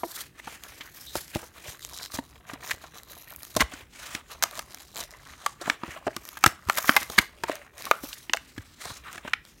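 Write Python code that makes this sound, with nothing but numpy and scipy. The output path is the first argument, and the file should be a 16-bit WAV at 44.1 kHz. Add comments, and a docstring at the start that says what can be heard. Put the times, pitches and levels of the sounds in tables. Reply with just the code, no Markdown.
"""Indoors, close to a small microphone: two hands peel a clear plastic blister off its cardboard backing.
Glued card tears in a crackle: clumped noise grains over a rasp. The stiff shell buckles in sharp snaps:
uneven slips driving dying sines. Narrow resonances tremble and the hollow shell answers the tearing.
The flapping card pushes air in short low pulses; faint echoes and a low room rumble lie beneath."""
import sys
import numpy as np
from scipy import signal
from scipy.io import wavfile
from scipy.ndimage import uniform_filter1d

SR = 44100
rng = np.random.default_rng(int(sys.argv[2]) if len(sys.argv) > 2 else 0)


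def inscribe(sig):
    """Save sig as 16-bit PCM at rate SR to the path in sys.argv[1].

    A 1-D sig is mono; a 2-D sig holds one channel per row.
    Samples are clipped to [-1, 1] before scaling.
    """
    pcm = np.round(np.clip(np.atleast_2d(sig).T, -1, 1) * 32767)
    wavfile.write(sys.argv[1], SR, pcm.astype(np.int16))


N = 423360
TIME_S = np.arange(N) / SR

# shell modes: pitch_factor, relative_db, cycles_to_minus_60_db
SHELL_MODES = [(.56, -11, 18), (.8, -9, 18), (1.0, 0, 27), (1.24, -3, 26), (1.55, -9, 20), (2.1, -13, 20)]
# treble colour of cracks and fibres: freq_hz, relative_db
CRACK_COLOUR = [(2200, -30), (3200, -0.5), (4100, 0.5), (5000, 0), (6200, 0), (8500, -3.5), (10500, -7),
                (12700, -5), (15600, -11)]
# colour of shell and card body: freq_hz, relative_db
BODY_COLOUR = [(120, -5.5), (300, -5.5), (650, 0), (1200, 1), (1800, 4.5), (2400, 3.5), (3300, 0),
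               (6000, -17)]
# pulls of the hand, each tearing a strip of glue:
# start_s, length_s, crackle_start_db, crackle_end_db, body_above_crackle_db
PULLS_OF_HAND = [(0.004, 0.2, -55.5, -37, -7.5), (0.402, 0.012, -48, -85, 5.5),
                 (0.445, 0.1, -52.5, -48, 2.5), (0.639, 0.24, -50, -57.5, 3.5),
                 (0.96, 0.35, -48.5, -53, -2.5), (1.164, 0.017, -36, -38.5, -5),
                 (1.356, 0.11, -41, -54.5, 2), (1.569, 0.12, -54, -56, 7.5),
                 (1.685, 0.068, -41.5, -53.5, 1.5), (1.833, 0.19, -46.5, -50.5, -9.5),
                 (1.939, 0.11, -46.5, -43.5, -8.5), (2.142, 0.06, -41, -54.5, 0),
                 (2.226, 0.15, -61, -59.5, 0), (2.496, 0.017, -52, -52.5, 8.5),
                 (2.635, 0.069, -46.5, -42, 0), (2.828, 0.1, -52, -70, 3), (2.956, 0.1, -50, -70, 1.5),
                 (3.096, 0.15, -53, -56.5, -0.5), (3.27, 0.04, -65, -51, 3), (3.408, 0.18, -53, -51, -3),
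                 (3.62, 0.027, -30, -58, 4), (3.722, 0.079, -50.5, -54, 8.5), (3.941, 0.12, -53, -44, 4),
                 (4.115, 0.035, -46.5, -45.5, 7.5), (4.319, 0.059, -41, -62, -1),
                 (4.452, 0.028, -50, -54, 7), (4.543, 0.038, -47, -41.5, -1.5),
                 (4.681, 0.14, -55.5, -52, 0), (4.86, 0.083, -59, -60.5, -2),
                 (4.978, 0.033, -40.5, -39.5, -1.5), (5.108, 0.23, -59.5, -55.5, 0),
                 (5.402, 0.11, -51, -51, -4), (5.637, 0.061, -49.5, -44.5, 7), (5.81, 0.25, -61, -67, 8),
                 (5.861, 0.1, -56, -52.5, 9), (6.064, 0.11, -59.5, -57.5, 5), (6.22, 0.14, -54, -52, -3.5),
                 (6.478, 0.0049, -30.5, -41, 1), (6.562, 0.13, -69.5, -57, 3), (6.698, 0.24, -45, -36.5, 0),
                 (6.872, 0.15, -41.5, -39.5, -3), (7.087, 0.12, -51, -38.5, -1),
                 (7.272, 0.19, -72.5, -59, 6), (7.493, 0.17, -48.5, -67, 8.5),
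                 (7.79, 0.19, -49, -51.5, 3.5), (8.051, 0.33, -41, -64, -5), (8.37, 0.25, -61, -58, 2.5),
                 (8.658, 0.097, -59.5, -60.5, 0.5), (8.822, 0.15, -40.5, -48.5, -3),
                 (9.063, 0.053, -55, -63, 10), (9.13, 0.03, -44, -49.5, 2.5),
                 (9.252, 0.064, -57.5, -63.5, 13), (9.461, 0.056, -57, -60, -1),
                 (9.576, 0.05, -64, -61, 4.5)]


def gain_of(db):
    """Decibels to an amplitude factor."""
    return 10 ** (np.asarray(db) / 20)


def evened(x):
    """Scales to rms 1."""
    return x / np.sqrt(np.mean(x ** 2) + 1e-20)


def read_spectrum(points, hz):
    """Interpolates a spectrum table on a log-frequency axis."""
    f, value = np.transpose(points)
    return np.interp(np.log(hz + 1), np.log(f + 1), value)


def over_time(points):
    """Interpolates a (time, value) table at every sample."""
    return np.interp(TIME_S, *np.transpose(points))


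def add(mix, start_s, sound):
    """Mixes a sound in at a time, cut at the end of the mix."""
    part = mix[round(start_s * SR):][:len(sound)]
    part += sound[:len(part)]


def minimum_phase(colour, size=4096):
    """Minimum-phase impulse response of a colour, floored at -100 dB."""
    hz = abs(np.fft.fftfreq(size, 1 / SR))
    log_gain = np.log(gain_of(np.maximum(read_spectrum(colour, hz), -100)))
    return np.fft.ifft(np.exp(np.conj(signal.hilbert(log_gain)))).real[:size // 2]


def ringing(modes, detune, size=3000):
    """Sum of dying sines, each pitch scaled by its detune factor; modes: hz, db, t60_s."""
    t = np.arange(size) / SR
    return sum(gain_of(db - 60 * t / t60_s) * np.sin(2 * np.pi * hz * factor * t)
               for (hz, db, t60_s), factor in zip(modes, detune))


def shell_modes_at(shell_hz):
    """Shell modes at one pitch; each dies over a set count of cycles."""
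    return [(shell_hz * k, db, cycles / (shell_hz * k)) for k, db, cycles in SHELL_MODES]


def burst(x, db):
    """Sets the energy to that of 10 ms of sound at this rms level."""
    return gain_of(db) * x * np.sqrt(SR / 100 / np.sum(x ** 2))


def rumble(level_db=-57, patchy_db=2.4):
    """Room noise, strongest in the bass, its spectrum swelling and sinking in patches."""
    # freq_hz, relative_density_db
    density = [(22, -34), (40, -4.5), (60, 8), (80, -13.5), (120, -4.5), (190, -13), (340, -12),
               (800, -29.5), (2000, -44.5), (16000, -37.5)]
    frames, hz = N // 512 + 5, np.fft.rfftfreq(2048, 1 / SR)
    real, imag, patches = rng.standard_normal((frames, 1025, 3)).T
    patches = evened(uniform_filter1d(uniform_filter1d(patches, 4, 0), 8, 1))
    z = (real + 1j * imag) * gain_of(read_spectrum(density, hz)[:, None] + patchy_db * patches)
    noise = signal.istft(z, nperseg=2048, noverlap=1536)[1][:N]
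    return gain_of(level_db) * evened(noise)


def tearing(grains, median_per_s, spread_db, rasp_gain, clump_db):
    """Grains come in clumps, a few large, each with its own colour, over a rasp that swells with the clumps."""
    # separate crackles against smooth scrape: time_s, crackle_share_0_to_1 (before rasp_gain)
    crackle_share = [(1.7, .4), (1.8, .9), (3.5, .85), (3.9, .15), (4.3, .2), (4.6, .85), (5.2, .8),
                     (5.6, .3), (6.3, .8), (7.9, .7), (8.05, .3)]
    slow = uniform_filter1d(uniform_filter1d(rng.standard_normal(N), 400), 250)
    clumps = gain_of(clump_db * evened(slow))
    struck = rng.random(N) < clumps * median_per_s / SR
    size = gain_of(spread_db * np.minimum(rng.exponential(1, N), 3.5)) * struck
    which = rng.integers(0, len(grains), N)
    breaks = sum(signal.oaconvolve(size * (which == k), evened(grain))[:N] for k, grain in enumerate(grains))
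    rasp = rasp_gain * evened(clumps * rng.standard_normal(N))
    share = over_time(crackle_share)
    mixed = np.sqrt(share) * evened(breaks) + np.sqrt(1 - share) * rasp
    return mixed / np.sqrt(share + (1 - share) * rasp_gain ** 2)


def drifting(x, patchy_db):
    """Colour wanders as the tear moves over card and shell: bands swell for about a tenth of a second."""
    z = signal.stft(x, nperseg=256)[2]
    patches = uniform_filter1d(rng.standard_normal(z.shape[::-1]).T, 6, 0)
    patches = evened(uniform_filter1d(uniform_filter1d(patches, 30, 1), 20, 1))
    return signal.istft(z * gain_of(patchy_db * patches), nperseg=256)[1][:N]


def pulling(above_db, fall_db_per_s, rise_db_per_s=395):
    """Gain of all pulls: each rises, slides from first to last level, falls; energies add."""
    start_s, length_s, first_db, last_db = np.transpose(PULLS_OF_HAND)[:4, :, None]
    t = np.arange(0, N / SR, .002)
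    progress = np.clip((t - start_s) / length_s, 0, 1)
    held_db = first_db + (last_db - first_db) * progress + above_db
    before_s, after_s = np.maximum(start_s - t, 0), np.maximum(t - start_s - length_s, 0)
    db = held_db - rise_db_per_s * before_s - fall_db_per_s * after_s
    return np.interp(TIME_S, t, np.sqrt(np.sum(gain_of(db) ** 2, axis=0)))


def peel():
    """Fibres crackle in the treble; small folds of the shell click and ring through shell and card."""
    fibres = rng.standard_normal((12, 120)) * np.exp(-np.arange(120) / 20.0)  # dying noise bursts
    folds = [ringing(shell_modes_at(hz), rng.uniform(0.773, 1.145, len(SHELL_MODES)))
             for hz in np.geomspace(450, 2400, 14)]
    tear = tearing(fibres, median_per_s=600, spread_db=4.5, rasp_gain=1.3, clump_db=2.8)
    tear = drifting(tear, patchy_db=2.0)
    creak = tearing(folds, median_per_s=220, spread_db=4., rasp_gain=2.6, clump_db=3.)
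    creak = drifting(creak, patchy_db=2.4)
    crackle = evened(signal.oaconvolve(tear, minimum_phase(CRACK_COLOUR))[:N])
    body = evened(signal.oaconvolve(0.51 * tear + creak, minimum_phase(BODY_COLOUR))[:N])
    body_above_db = np.transpose(PULLS_OF_HAND)[4, :, None]
    low = pulling(body_above_db, fall_db_per_s=231) * body
    treble = pulling(0, fall_db_per_s=290) * crackle
    return low, treble


def turned(treble, split_hz=10200):
    """The top treble comes and goes, perhaps as the flat sheet turns in the hands."""
    # time_s, top_treble_gain_db
    brightness = [(0.15, 5.5), (0.38, -5), (0.94, 8), (1.11, 2), (2.74, -0.5), (3.37, 14.5), (3.69, -10),
                  (4.84, 2), (5.03, -2), (6.07, -10), (6.282, 7), (6.57, -5), (6.81, 7.5), (7.582, -5.5),
                  (8.04, 6.5), (8.34, -1.5), (9.32, -6.5), (9.59, -0.5)]
    top = signal.oaconvolve(treble, signal.firwin(63, split_hz, pass_zero=False, fs=SR), "same")
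    return treble - top + top * gain_of(over_time(brightness))


def hollow(torn):
    """The space between shell and card answers tearing at its resonances, more or less as the gap changes."""
    # resonances of the half-open shell: freq_hz, width_hz
    resonances = [(1200, 290), (3950, 320)]
    # gain of each resonance: time_s, low_db, high_db
    gains = [(0.0, 5, -8), (1.2, -30, -16), (2.0, -2, 7), (2.6, -5, 1), (3.1, 0, 8.5), (3.8, -35, -11),
             (4.4, 4, -4), (5.0, -12, 5), (5.4, 13, -1), (5.9, -3.5, -12), (6.7, 3, -25.5), (7.3, -8.5, -5),
             (7.9, -13, 0), (8.4, -5, -8), (9.0, 4, -2), (9.6, -23, -21)]
    time_s, *gains_db = np.transpose(gains)
    return sum(gain_of(np.interp(TIME_S, time_s, db))
               * signal.lfilter(*signal.iirpeak(hz, hz / width_hz, SR), torn)
               for (hz, width_hz), db in zip(resonances, gains_db))


def room(x):
    """Sparse echoes of random sign, each band dying at its own speed; unit-energy response."""
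    # freq_hz, t60_s
    decay = [(200, 0.29), (1400, 0.31), (4000, 0.3), (12000, 0.22)]
    taps = np.zeros(SR // 2)
    at = np.arange(200, SR // 2 - 20, 20)
    taps[at + rng.integers(0, 20, len(at))] = rng.choice([-1., 1.], len(at))
    hz, t, z = signal.stft(taps, SR, nperseg=256)
    fade_db = -60 * t / read_spectrum(decay, hz)[:, None]
    tail = signal.istft(z * gain_of(fade_db), SR, nperseg=256)[1]
    return signal.fftconvolve(x, tail / np.linalg.norm(tail))[:N]


def snap(ring_db, shell_hz, crack_db, knock_db, slip_ms, chance, crack,
         scatter_ms=1.0, detune=0.086, rough_db=-3.5):
    """A fold lets go in uneven slips that ring the shell, crack in the treble and knock the card."""
    # card modes: freq_hz, relative_db (before differencing), t60_s
    card_modes = [(165.7, -21.5, 0.0088), (255, 14.5, 0.041), (309.2, 15, 0.061), (424, -11.5, 0.0081)]
    t_ms = np.arange(1000) / SR * 1000
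    attack = np.minimum(t_ms / (0.014 + 0.057 * slip_ms), 1)
    shape = attack * np.exp(-(t_ms / (0.11 + 1.71 * slip_ms)) ** 2)
    noise = chance[1000:2000]
    slips = shape * chance[:1000] * abs(noise) ** 0.38
    factors = 1 + detune * chance[2000:]
    factors[2] = 1  # the main shell mode keeps its pitch
    ring = signal.fftconvolve(slips, ringing(shell_modes_at(shell_hz), factors))
    # sound scatters in the thin sheet for a moment after each slip
    energy = signal.lfilter([1], [1, -np.exp(-1000 / (scatter_ms * SR))], shape ** 2)
    scatter = np.sqrt(abs(energy)) * noise
    # a small panel radiates little far below or above its pitch
    panel = signal.butter(2, [0.51 * shell_hz, 2.02 * shell_hz], "band", fs=SR, output="sos")
    knock = signal.fftconvolve(shape, np.diff(ringing(card_modes, factors[6:]), prepend=0))
    low = burst(signal.sosfilt(panel, ring), ring_db)
    low += burst(knock, knock_db)
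    add(low, 0, burst(signal.sosfilt(panel, scatter), ring_db + rough_db))
    return low, burst(signal.fftconvolve(slips + 0.071 * scatter, crack), crack_db)


def snaps():
    """Every buckling of the shell, as body and treble."""
    # start_s, shell_ring_db, shell_hz, crack_db, card_knock_db, slip_scale_ms
    bucklings = [(0.033, -27, 696, -55, -46, 4.3), (0.472, -35, 930, -65, -44, 5.7),
                 (0.807, -39, 2200, -62, -52, 8.8), (1.1539, -30, 743, -34, -39.5, 2.6),
                 (1.3502, -38, 2040, -36.5, -41, 0.84), (1.357, -31.5, 614, -43, -26.5, 2.7),
                 (1.428, -44.5, 950, -60, -63, 10), (1.998, -45.5, 1660, -56, -65, 3),
                 (2.1408, -60, 3000, -32, -47, 19), (2.1875, -31, 920, -61, -28.5, 1.06),
                 (2.5337, -47, 1150, -44, -37.5, 4.3), (2.7088, -26.5, 1870, -32, -54, 6.1),
                 (2.838, -44, 1100, -66, -52, 5.4), (3.5642, -22.5, 615, -23.5, -26.5, 4.4),
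                 (3.5978, -29, 1780, -38, -59, 6), (3.6053, -18.5, 2060, -24, -27, 5.9),
                 (3.7364, -45, 1480, -42.5, -41, 3.7), (4.1495, -33, 2290, -34, -38, 2.3),
                 (4.425, -28.5, 1600, -24.5, -54, 0.65), (4.43, -35.5, 1180, -25, -88, 0.45),
                 (4.4372, -23.5, 1235, -19, -49, 0.36), (4.592, -36, 1230, -33.5, -54, 1.7),
                 (5.003, -56, 1550, -36, -53, 4.2), (5.462, -23, 1155, -28.5, -66, 1.8),
                 (5.612, -38, 566, -38, -59, 9.6), (5.658, -40, 1620, -56, -47, 2.4),
                 (5.677, -34, 604, -58, -34.5, 1.9), (5.699, -20, 1770, -32, -35.5, 0.9),
                 (5.8342, -34.5, 960, -68, -33.5, 1.4), (5.88, -45.5, 544, -62, -42, 2.7),
                 (6.0672, -25.5, 710, -43.5, -31.5, 4.1), (6.0776, -25, 632, -53, -36, 0.78),
                 (6.1646, -35, 1210, -33.5, -38, 1.4), (6.3705, -39.5, 1670, -44, -56.5, 4.8),
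                 (6.4389, -14, 1325, -20, -34.5, 2.3), (6.4616, -15, 1303, -17, -23, 2.1),
                 (6.6866, -34, 1000, -42, -35, 1.6), (6.6971, -19, 1187, -28.5, -59, 1.34),
                 (6.772, -29.5, 1800, -30, -54.5, 5.7), (6.782, -26.5, 1230, -27, -49, 3.7),
                 (6.879, -31, 2050, -39.5, -50, 7.6), (6.8927, -13.5, 1540, -44, -21.5, 1),
                 (6.9044, -34, 1357, -47, -53, 1.5), (6.9642, -15, 1570, -23, -41, 4.2),
                 (6.977, -33.5, 1370, -38, -45, 0.75), (7.0145, -36, 1860, -48, -44, 8.6),
                 (7.0296, -44, 1950, -37, -57, 1.6), (7.099, -39, 690, -38, -40, 2),
                 (7.1805, -17, 1730, -25.5, -30, 8.1), (7.186, -13.5, 2070, -19.5, -27, 2.2),
                 (7.2087, -46.5, 1680, -46.5, -51.5, 12), (7.436, -24.5, 920, -34, -39, 2.8),
                 (7.4824, -36, 1000, -43, -63, 8.4), (7.4963, -28, 627, -46, -31.5, 0.32),
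                 (7.515, -37, 1920, -44, -64, 4), (7.863, -35, 1110, -46, -47, 9.5),
                 (7.9123, -15, 1220, -29.5, -44, 0.53), (8.036, -38.5, 547, -59, -33.5, 0.5),
                 (8.1297, -38, 3500, -67, -77, 0.66), (8.2961, -33, 1900, -58, -42, 0.93),
                 (8.3354, -21, 1860, -29.5, -65, 0.43), (8.344, -32.5, 676, -54, -65, 1.7),
                 (8.371, -35, 2250, -41, -61, 0.6), (8.5788, -42.5, 1730, -48.5, -35.5, 3.7),
                 (8.8538, -40.5, 724, -40.5, -62, 2.6), (8.9008, -42, 1150, -60, -48, 7),
                 (9.1558, -45, 1400, -47, -49, 3.4), (9.1784, -40.5, 1690, -48, -52, 3),
                 (9.2494, -39.5, 604, -66, -40, 1.6), (9.277, -36.5, 1190, -47, -46, 4.1),
                 (9.334, -22.5, 1775, -36.5, -56, 1.8)]
    low, treble, crack = np.zeros(N), np.zeros(N), minimum_phase(CRACK_COLOUR)
    for (start_s, *row), chance in zip(bucklings, rng.standard_normal((len(bucklings), 2010))):
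        ring, cracked = snap(*row, chance, crack)
        add(low, start_s, ring)
        add(treble, start_s, cracked)
    return low, treble


def trembles(rattle_power=1.6):
    """A panel trembles on after a snap or under a rubbing finger: rattling knocks feed one resonance."""
    # start_s, length_s, start_level_db, pitch_hz, width_hz (each of two filter passes), fade_db
    panels = [(0.033, 0.041, -34.5, 339, 40, -13), (1.064, 0.082, -45, 3820, 700, -7),
              (7.503, 0.13, -42, 595, 80, -16), (7.925, 0.096, -40, 1380, 278.5, -14),
              (8.334, 0.0037, -18, 6300, 890, -11), (9.044, 0.065, -46.5, 1290, 503, 3),
              (9.336, 0.0097, -14, 2290, 298, -39), (9.35, 0.07, -49, 1780, 201, -12)]
    out = np.zeros(N)
    for row, chance in zip(panels, rng.standard_normal((len(panels), 2, 8000))):
        start_s, length_s, db, hz, width_hz, fade_db = row
        progress = np.arange(round(length_s * SR)) / (length_s * SR)
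        peak = signal.iirpeak(hz, hz / width_hz, SR)
        knocks = chance[0] * abs(chance[1]) ** rattle_power
        rung = signal.lfilter(*peak, signal.lfilter(*peak, knocks))[-len(progress):]
        edges = np.minimum(10 * np.minimum(progress, 1 - progress), 1)
        add(out, start_s, gain_of(db + fade_db * progress) * edges * evened(rung))
    return out


def ticks(body_db=-7.5):
    """Single fibres and glue spots let go, some loud, some faint, each a sharp break with a short flutter."""
    # start_s, treble_level_db
    releases = [(0.6368, -42), (1.28, -50), (1.794, -53), (1.849, -37), (1.89, -51), (1.924, -61),
                (1.9654, -49), (1.976, -43), (2.033, -48), (2.0396, -45), (2.052, -48), (2.06, -43),
                (2.12, -50), (2.9835, -50), (3.0337, -52), (3.306, -53.5), (3.337, -56), (3.3622, -49),
                (3.4322, -43), (3.451, -48), (3.5517, -43), (4.0696, -46), (4.5113, -44.5), (4.5545, -45),
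                (4.576, -44), (4.7462, -40), (4.917, -60), (4.948, -50), (4.9587, -41), (4.9678, -38.5),
                (4.975, -45), (4.984, -42), (4.9921, -46), (5.009, -41), (5.031, -50), (5.038, -42),
                (5.108, -50), (5.115, -53), (5.273, -54), (6.253, -45), (6.2895, -41), (6.3893, -52),
                (6.478, -34), (7.527, -51), (7.555, -40.5), (7.781, -46), (7.8225, -43), (7.8541, -37.5),
                (8.345, -54), (8.351, -46), (8.365, -45), (9.1296, -44), (9.297, -54), (9.452, -51)]
    low, treble = np.zeros(N), np.zeros(N)
    crack, body = minimum_phase(CRACK_COLOUR), minimum_phase(BODY_COLOUR)
    for (start_s, db), chance in zip(releases, rng.standard_normal((len(releases), 120))):
        flutter = chance * np.exp(-np.arange(120) / 18.)
        add(treble, start_s, burst(signal.fftconvolve(flutter, crack), db))
        add(low, start_s, burst(signal.fftconvolve(flutter, body), db + body_db))
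    return low, treble


def flaps():
    """The flapping card pushes and pulls air: a slow sine under a bell-shaped envelope."""
    # centre_s, envelope_peak_db, pitch_hz, width_s (at half amplitude)
    puffs = [(1.172, -34, 65, 0.0059), (1.361, -26, 84, 0.0062), (1.688, -34, 77, 0.0075),
             (2.148, -36, 81, 0.013), (2.739, -37.5, 66.5, 0.0099), (3.572, -32, 104, 0.025),
             (3.632, -25.5, 61, 0.031), (5.89, -33, 85, 0.0048), (6.47, -16.5, 88, 0.0066),
             (6.675, -31, 72, 0.013), (7.193, -13, 87.5, 0.0023), (8.593, -35, 95, 0.02),
             (8.864, -36, 88, 0.0046), (8.916, -35.5, 93, 0.0074)]
    out = np.zeros(N)
    for centre_s, db, hz, width_s in puffs:
        t = np.arange(-1.5 * width_s, 1.5 * width_s, 1 / SR)
        envelope = gain_of(db) * np.exp(-2.8 * (t / width_s) ** 2)
        add(out, centre_s + t[0], envelope * np.sin(2 * np.pi * (hz * t + rng.random())))
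    return out


def scene(echo_db=-21):
    """The pack, its echoes, the pushed air and the room."""
    buckled = np.array(snaps())
    torn = np.sum([ticks(), peel()], axis=0)
    low, treble = buckled + torn
    pack = low + trembles() + turned(treble) + hollow(torn.sum(0))
    return (pack + gain_of(echo_db) * room(pack) + flaps() + rumble())[None]


def record(dry, bass_cut_hz=45, knee=.8, edge_hz=16000):
    """The microphone drops the deepest bass, peaks round off from the knee to full scale; then a band limit."""
    dry = signal.sosfilt(signal.butter(2, bass_cut_hz, "high", fs=SR, output="sos"), dry)
    over = np.maximum(abs(dry) - knee, 0)
    held = np.sign(dry) * (np.minimum(abs(dry), knee) + (1 - knee) * np.tanh(over / (1 - knee)))
    lowpass = signal.firwin(511, edge_hz, window=("kaiser", 9), fs=SR)
    return signal.oaconvolve(held, lowpass[None], "same")


dry = scene()
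out = record(dry)
inscribe(out)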